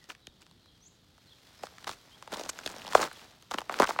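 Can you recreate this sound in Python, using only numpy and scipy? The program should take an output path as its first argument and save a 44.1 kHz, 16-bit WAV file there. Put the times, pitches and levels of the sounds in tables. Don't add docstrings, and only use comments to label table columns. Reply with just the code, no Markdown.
import sys
import numpy as np
from scipy import signal
from scipy.fft import rfft, irfft, next_fast_len
from scipy.io import wavfile
from scipy.ndimage import map_coordinates

SR = 44100
rng = np.random.default_rng(int(sys.argv[2]) if len(sys.argv) > 2 else 0)


def wrap_up_sound(samples):
    columns = np.atleast_2d(samples).T
    tamed = np.clip(columns, -1, 1)
    steps = np.round(tamed * 32767).astype(np.int16)
    wavfile.write(sys.argv[1], SR, steps)


N = 176400
T = np.arange(N) / SR
BURST = 2048
LAG_S, ARRIVAL_S = .0047, .0016
CLUMPS_PER_S = 220


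def amp(db):
    return 10 ** (np.asarray(db) / 20)


def unit(x):
    return x / np.sqrt(np.mean(x ** 2) + 1e-20)


def sized(x, seconds):
    return x / np.linalg.norm(x) * np.sqrt(seconds * SR)


def gain(points, hz):
    f, db = np.transpose(points)
    return amp(np.interp(np.log(hz + 1e-6), np.log(f), db))


def bell(f, hz, width_oct):
    return np.exp(-.5 * (np.log2((f + 1) / hz) / width_oct) ** 2)


def filtered(x, response):
    m = next_fast_len(2 * len(x))
    return irfft(rfft(x, m) * response(np.fft.rfftfreq(m, 1 / SR)), m)[:len(x)]


def wobble(per_s):
    return map_coordinates(rng.standard_normal(int(N * per_s / SR) + 4), [T * per_s])


def add(out, start, x):
    i = max(round(start * SR), 0)
    out[i:i + len(x)] += x[:max(N - i, 0)]


def swell(t, length, rise, fall):
    return np.clip(t / rise, 0, 1) * np.exp(-np.maximum(t - length, 0) / fall)


def bending(hz, lag_s):
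    return np.exp(-4j * np.pi * lag_s * np.sqrt(1000 * hz))


def fractures(per_s):
    size_db = 4 * np.clip(rng.standard_normal(N), -2, 2) + 1.5 * wobble(CLUMPS_PER_S)
    return (rng.random(N) < per_s / SR) * rng.choice([-1, 1], N) * amp(size_db)


def grains(per_s, spectrum):
    return unit(filtered(fractures(per_s), lambda f: gain(spectrum, f) * bending(f, LAG_S)))


def echo(x, t60_s):
    t = T[:SR]
    tail = rng.standard_normal(SR) * amp(-60 * t / t60_s) * (1 - np.exp(-t / .01))
    return signal.fftconvolve(x, tail / np.linalg.norm(tail))[:N]


def air():
    # frequency in Hz, relative level in dB.
    spectrum = [(25, -26.5), (48, -1.5), (90, 1), (170, -1.5), (300, -6.5), (600, -14.5), (1200, -20.5),
                (2500, -29), (3300, -13.5), (4600, -18.5), (6000, -35), (9000, -36.5), (16000, -40.5)]
    level = amp(-64.5 + .49 * wobble(per_s=5.2))
    return level * unit(filtered(rng.standard_normal(N), lambda f: gain(spectrum, f)))


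def birds():
    # start and length in seconds, first and last pitch in Hz, direct level in dB.
    notes = [(0.811, 0.06, 5620, 7630, -63.5), (0.851, 0.038, 5570, 8020, -55.5),
             (.0, 0.049, 2040, 1820, -67), (0.186, 0.088, 4080, 3580, -79), (0.61, 0.062, 4420, 3740, -70),
             (.665, 0.048, 3350, 3080, -73), (1.258, 0.04, 4660, 3740, -65.5),
             (1.297, 0.05, 3850, 3070, -60.5), (1.543, 0.085, 5350, 4930, -68),
             (2.105, 0.066, 3000, 3380, -60), (3.075, 0.067, 4200, 3950, -61),
             (3.146, 0.035, 3590, 3170, -57.5), (1.285, 0.0282, 2960, 3780, -63.5)]
    direct, far = np.zeros(N), np.zeros(N)
    warble = 1 + .017 * wobble(per_s=250)
    for start, length, first_hz, last_hz, db in notes:
        progress = np.clip((T - start) / length, 0, 1)
        hz = first_hz * (last_hz / first_hz) ** progress * warble
        note = np.sqrt(2) * np.sin(np.pi * progress) * np.sin(2 * np.pi * np.cumsum(hz) / SR)
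        direct += amp(db) * note
        far += amp(-66.5) * note
    flutter = unit(amp(3.5 * wobble(per_s=200)))
    return direct * flutter + echo(far, t60_s=.44)


def thumps():
    # start in seconds, level in dB.
    landings = [(1.892, -52.5), (2.953, -50), (3.803, -70)]
    # frequency in Hz, relative level in dB.
    spectrum = [(20, -9.5), (55, 2.5), (110, 3.5), (250, -27.5), (800, -43)]
    weight = sum(amp(db) * swell(T - start, 0, rise=.002, fall=.041) for start, db in landings)
    return weight * unit(filtered(rng.standard_normal(N), lambda f: gain(spectrum, f)))


def chips():
    per_s, centre_hz, spread_oct, spread_db, decay_cycles = 260, 4550, .55, 5, 1.6
    when, size, pitch = rng.random((int(per_s * N / SR), 3)).T
    hz = centre_hz * 2 ** (spread_oct * np.sqrt(3) * (2 * pitch - 1))
    cycles = hz[:, None] * T[:BURST // 8]
    level = amp(-spread_db * np.log(size + .03))
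    pings = level[:, None] * np.sin(2 * np.pi * cycles) * np.exp(-cycles / decay_cycles)
    samples = (when * N).astype(int)[:, None] + np.arange(cycles.shape[1])
    return unit(np.bincount(samples.ravel(), pings.ravel(), N)[:N])


def scuff():
    # time in seconds, crumb level in dB, hiss level in dB.
    slide = [(0, -70, -65.5), (.2, -83, -70.5), (1.1, -84, -70), (1.5, -68.5, -61.5), (1.8, -60, -60.5),
             (2.0, -67, -62), (2.29, -62, -61.5), (2.34, -44, -53), (2.45, -62, -58), (2.6, -56, -55),
             (2.92, -49, -52.5), (3.08, -51, -59), (3.14, -62.5, -56), (3.22, -53.5, -56),
             (3.35, -65, -63.5), (3.49, -74.5, -64), (3.67, -58, -61.5), (3.75, -63, -55), (4, -51, -58.5)]
    # frequency in Hz, relative level in dB.
    crumb_spectrum = [(60, -22), (200, -2.5), (400, -5.5), (700, -2), (1200, -6), (2000, -10), (3500, -23),
                      (9000, -41)]
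    hiss_spectrum = [(500, -7), (1400, 1.5), (2400, -0.5), (4000, 2.5), (5500, -0.5), (7000, -5.5),
                     (10000, -11.5), (16000, -14)]
    bite_db = -50.5
    times, *levels_db = np.transpose(slide)
    crumb, hiss = [amp(np.interp(T, times, db)) for db in levels_db]
    frost = fractures(per_s=7000) * amp(1.06 * wobble(CLUMPS_PER_S))
    treble = unit(filtered(frost, lambda f: gain(hiss_spectrum, f))) + hiss / amp(bite_db) * chips()
    return crumb * grains(per_s=500, spectrum=crumb_spectrum) + hiss * treble


def rasps():
    # start and length in seconds, level in dB, resonance in Hz, its boost in dB.
    scrapes = [(0.098, 0.0054, -39, 2570, 15), (2.49, 0.01, -32.5, 6930, 12),
               (2.6605, 0.0032, -29.5, 3660, 10.5), (3.014, 0.0066, -34.5, 6500, 10),
               (3.127, .004, -50, 10500, 14), (3.583, 0.0022, -31.5, 2930, 21),
               (3.834, 0.01, -26.5, 1370, 25)]
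    # frequency in Hz, relative level in dB.
    spectrum = [(300, -0.5), (1300, 4), (3000, -1), (7000, -3.5), (11000, -10.5), (16000, -18.5)]
    out, t = np.zeros(N), T[:BURST]
    for start, length, db, hz, ring_db in scrapes:
        colour = lambda f: gain(spectrum, f) * amp(ring_db * bell(f, hz, width_oct=.34))
        scrape = unit(filtered(rng.standard_normal(BURST), colour))
        add(out, start, amp(db) * scrape * swell(t, length, rise=.0015, fall=.0025))
    return out


def crunch():
    # start and length in seconds, relative crumb and grit levels in dB.
    collapses = [(0.086, 0.034, -53, -54.5), (0.402, 0.026, -65.5, -61.5), (1.622, 0.037, -54.5, -53.5),
                 (1.867, 0.031, -45, -46), (1.895, 0.04, -53.5, -48), (2.318, 0.031, -41.5, -47.5),
                 (2.362, 0.055, -46, -50.5), (2.426, 0.047, -50.5, -57), (2.631, 0.098, -52.5, -54.5),
                 (2.9, 0.051, -52, -48.5), (2.943, 0.044, -37, -39), (2.994, 0.047, -35, -38),
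                 (3.045, 0.022, -40, -43.5), (3.502, 0.054, -47.5, -54), (3.575, 0.02, -39, -52),
                 (3.702, 0.085, -43, -55.5), (3.794, 0.043, -34, -40), (3.862, 0.016, -59, -42.5),
                 (3.885, 0.014, -39, -38.5), (3.908, 0.034, -52, -48.5)]
    # frequency in Hz, relative level in dB.
    crumb_spectrum = [(40, -24), (130, -18.5), (250, -5), (450, -3), (750, -4.5), (1200, -6.5), (2000, -14),
                      (3500, -19), (9000, -34)]
    grit_spectrum = [(400, -21.5), (1500, 6.5), (3000, -4.5), (4200, 3), (7000, 0), (9500, -7.5),
                     (13000, -15), (16000, -8)]
    crumb, grit = np.zeros(N), np.zeros(N)
    for start, length, crumb_db, grit_db in collapses:
        load = swell(T - start, length, rise=.14 * length, fall=.0076)
        crumb = np.hypot(crumb, amp(crumb_db) * load)
        grit = np.hypot(grit, amp(grit_db) * load)
    coarse = grains(per_s=650, spectrum=crumb_spectrum)
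    fine = amp(-1.5) * grains(per_s=2200, spectrum=grit_spectrum) + amp(-3) * chips()
    return crumb * coarse + grit * fine


def knocks():
    # time in seconds, level in dB, pitch in Hz.
    tails = [(2.3263, -41.5, 292), (2.9515, -8.5, 688), (3.5438, -35, 276), (3.7993, -26, 278),
             (3.8209, -26, 273)]
    out, impulse = np.zeros(N), signal.unit_impulse(BURST)
    for time, db, hz in tails:
        knock = filtered(impulse, lambda f: bell(f, hz, width_oct=.49) * bending(f, LAG_S))
        add(out, time + ARRIVAL_S - LAG_S, amp(db) * sized(knock, seconds=.004))
    return out


def cracks():
    # time in seconds, relative body and splinter levels in dB, pitch of the plate in Hz.
    breaks = [(0.0418, -71, -49, 2070), (0.1038, -38.5, -56, 1560), (0.112, -54, -55, 1110),
              (0.1508, -52.5, -53, 2250), (0.271, -51.5, -36, 1780), (0.419, -64, -51, 1580),
              (0.4654, -59.5, -52.5, 1370), (0.512, -62, -52, 1100), (0.659, -61, -60, 1200),
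              (1.181, -58, -58.5, 1130), (1.6354, -31, -40.5, 820), (1.669, -45.5, -43.5, 1210),
              (1.7834, -47, -47.5, 1710), (1.8274, -57, -52, 1740), (1.844, -45, -38.5, 1490),
              (1.871, -34, -39, 1080), (1.8766, -33.5, -32, 1100), (1.8931, -33, -33, 1080),
              (1.9139, -44.5, -37, 1240), (2.225, -43, -43, 1060), (2.2759, -40.5, -45, 960),
              (2.3207, -42, -44, 1370), (2.3284, -33.5, -34.5, 610), (2.338, -45.5, -33.5, 1280),
              (2.3436, -38.5, -32, 1040), (2.3596, -39, -59, 1000), (2.3708, -40, -37, 567),
              (2.3954, -34.5, -35.5, 600), (2.411, -38.5, -38, 646), (2.437, -42, -35.5, 580),
              (2.452, -50, -44, 1050), (2.461, -40.5, -44, 765), (2.4864, -70, -43, 1838),
              (2.4929, -35, -30, 1020), (2.5889, -37.5, -36.5, 1500), (2.6615, -34, -32.5, 685),
              (2.6752, -38, -30, 1590), (2.699, -49, -43.5, 900), (2.764, -45.5, -41, 720),
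              (2.848, -47, -47, 755), (2.8677, -40.5, -37.5, 910), (2.879, -39, -35.5, 900),
              (2.9246, -35, -48, 1760), (2.9329, -33, -31.5, 1010), (2.9506, -14.5, -21, 1120),
              (2.959, -28.5, -39, 960), (2.977, -32.5, -49, 1200), (2.9934, -27, -46, 795),
              (3.0012, -29, -40, 1204), (3.0111, -26, -36.5, 740), (3.0192, -32.5, -28.5, 1050),
              (3.0291, -24, -42, 1240), (3.0754, -39.5, -45, 1310), (3.0842, -47, -51, 1103),
              (3.1144, -41, -46.5, 1410), (3.425, -61, -46.5, 1530), (3.5121, -32.5, -32.5, 1080),
              (3.5167, -32, -33.5, 875), (3.5384, -32, -36, 1060), (3.5434, -29, -31.5, 1210),
              (3.5851, -28.5, -34, 1130), (3.6066, -43, -40.5, 1160), (3.6165, -36.5, -42, 910),
              (3.6959, -26, -41, 1040), (3.71, -35, -60, 990), (3.7243, -36, -35.5, 980),
              (3.7413, -32, -33, 1390), (3.789, -35, -30.5, 1760), (3.7998, -13, -23.5, 690),
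              (3.8047, -17.5, -31, 900), (3.814, -27, -45, 810), (3.8213, -18, -24.5, 1150),
              (3.8304, -19.3, -30, 1000), (3.8422, -24, -29.5, 1220), (3.8533, -31.0, -46, 1350),
              (3.8761, -35, -52, 1190), (3.8909, -26, -35, 760), (3.9032, -33, -35, 1140),
              (3.9077, -26, -49, 1020), (3.962, -34.5, -52, 1050), (3.99, -20, -42, 1180)]
    # frequency as a multiple of the plate's pitch, relative level in dB.
    plate_spectrum = [(.1, -36), (.25, -20), (.5, -7), (1, 1), (1.5, -8.5), (2.3, -17.5), (4, -31.5),
                      (12, -56)]
    # frequency in Hz, relative level in dB.
    splinter_spectrum = [(300, -3.5), (1200, -6.5), (2200, -3.5), (3200, 4), (4300, 2), (7000, -2),
                         (10000, -11.5), (16000, -24)]
    out, t = np.zeros(N), T[:BURST]
    spray_envelope = swell(t - .0007, length=.00031, rise=.00031, fall=.00097)
    for time, body_db, splinter_db, hz in breaks:
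        lag = LAG_S * np.exp(.152 * rng.standard_normal())
        rattle = rng.standard_normal(BURST) * np.exp(-t / .004)
        force = signal.unit_impulse(BURST) + amp(-7) * sized(rattle, seconds=1 / SR)
        phase = np.exp(2j * np.pi * rng.random())
        body = filtered(force, lambda f: gain(plate_spectrum, f / hz) * bending(f, lag) * phase)
        body = amp(body_db) * sized(body, seconds=.004)
        spray = rng.standard_normal(BURST) * spray_envelope
        spray = filtered(spray, lambda f: gain(splinter_spectrum, f) * bending(f, lag))
        spray = amp(splinter_db - 2.35) * sized(spray, seconds=.002)
        add(out, time + ARRIVAL_S - lag, body + spray)
    return out


def scene():
    steps = cracks() + crunch() + scuff() + rasps() + thumps() + knocks()
    return (steps + amp(-27.5) * echo(steps, t60_s=.29) + birds() + air())[None]


def record(dry):
    return filtered(dry[0], lambda hz: hz < 16000)[None]


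dry = scene()
out = record(dry)
wrap_up_sound(out)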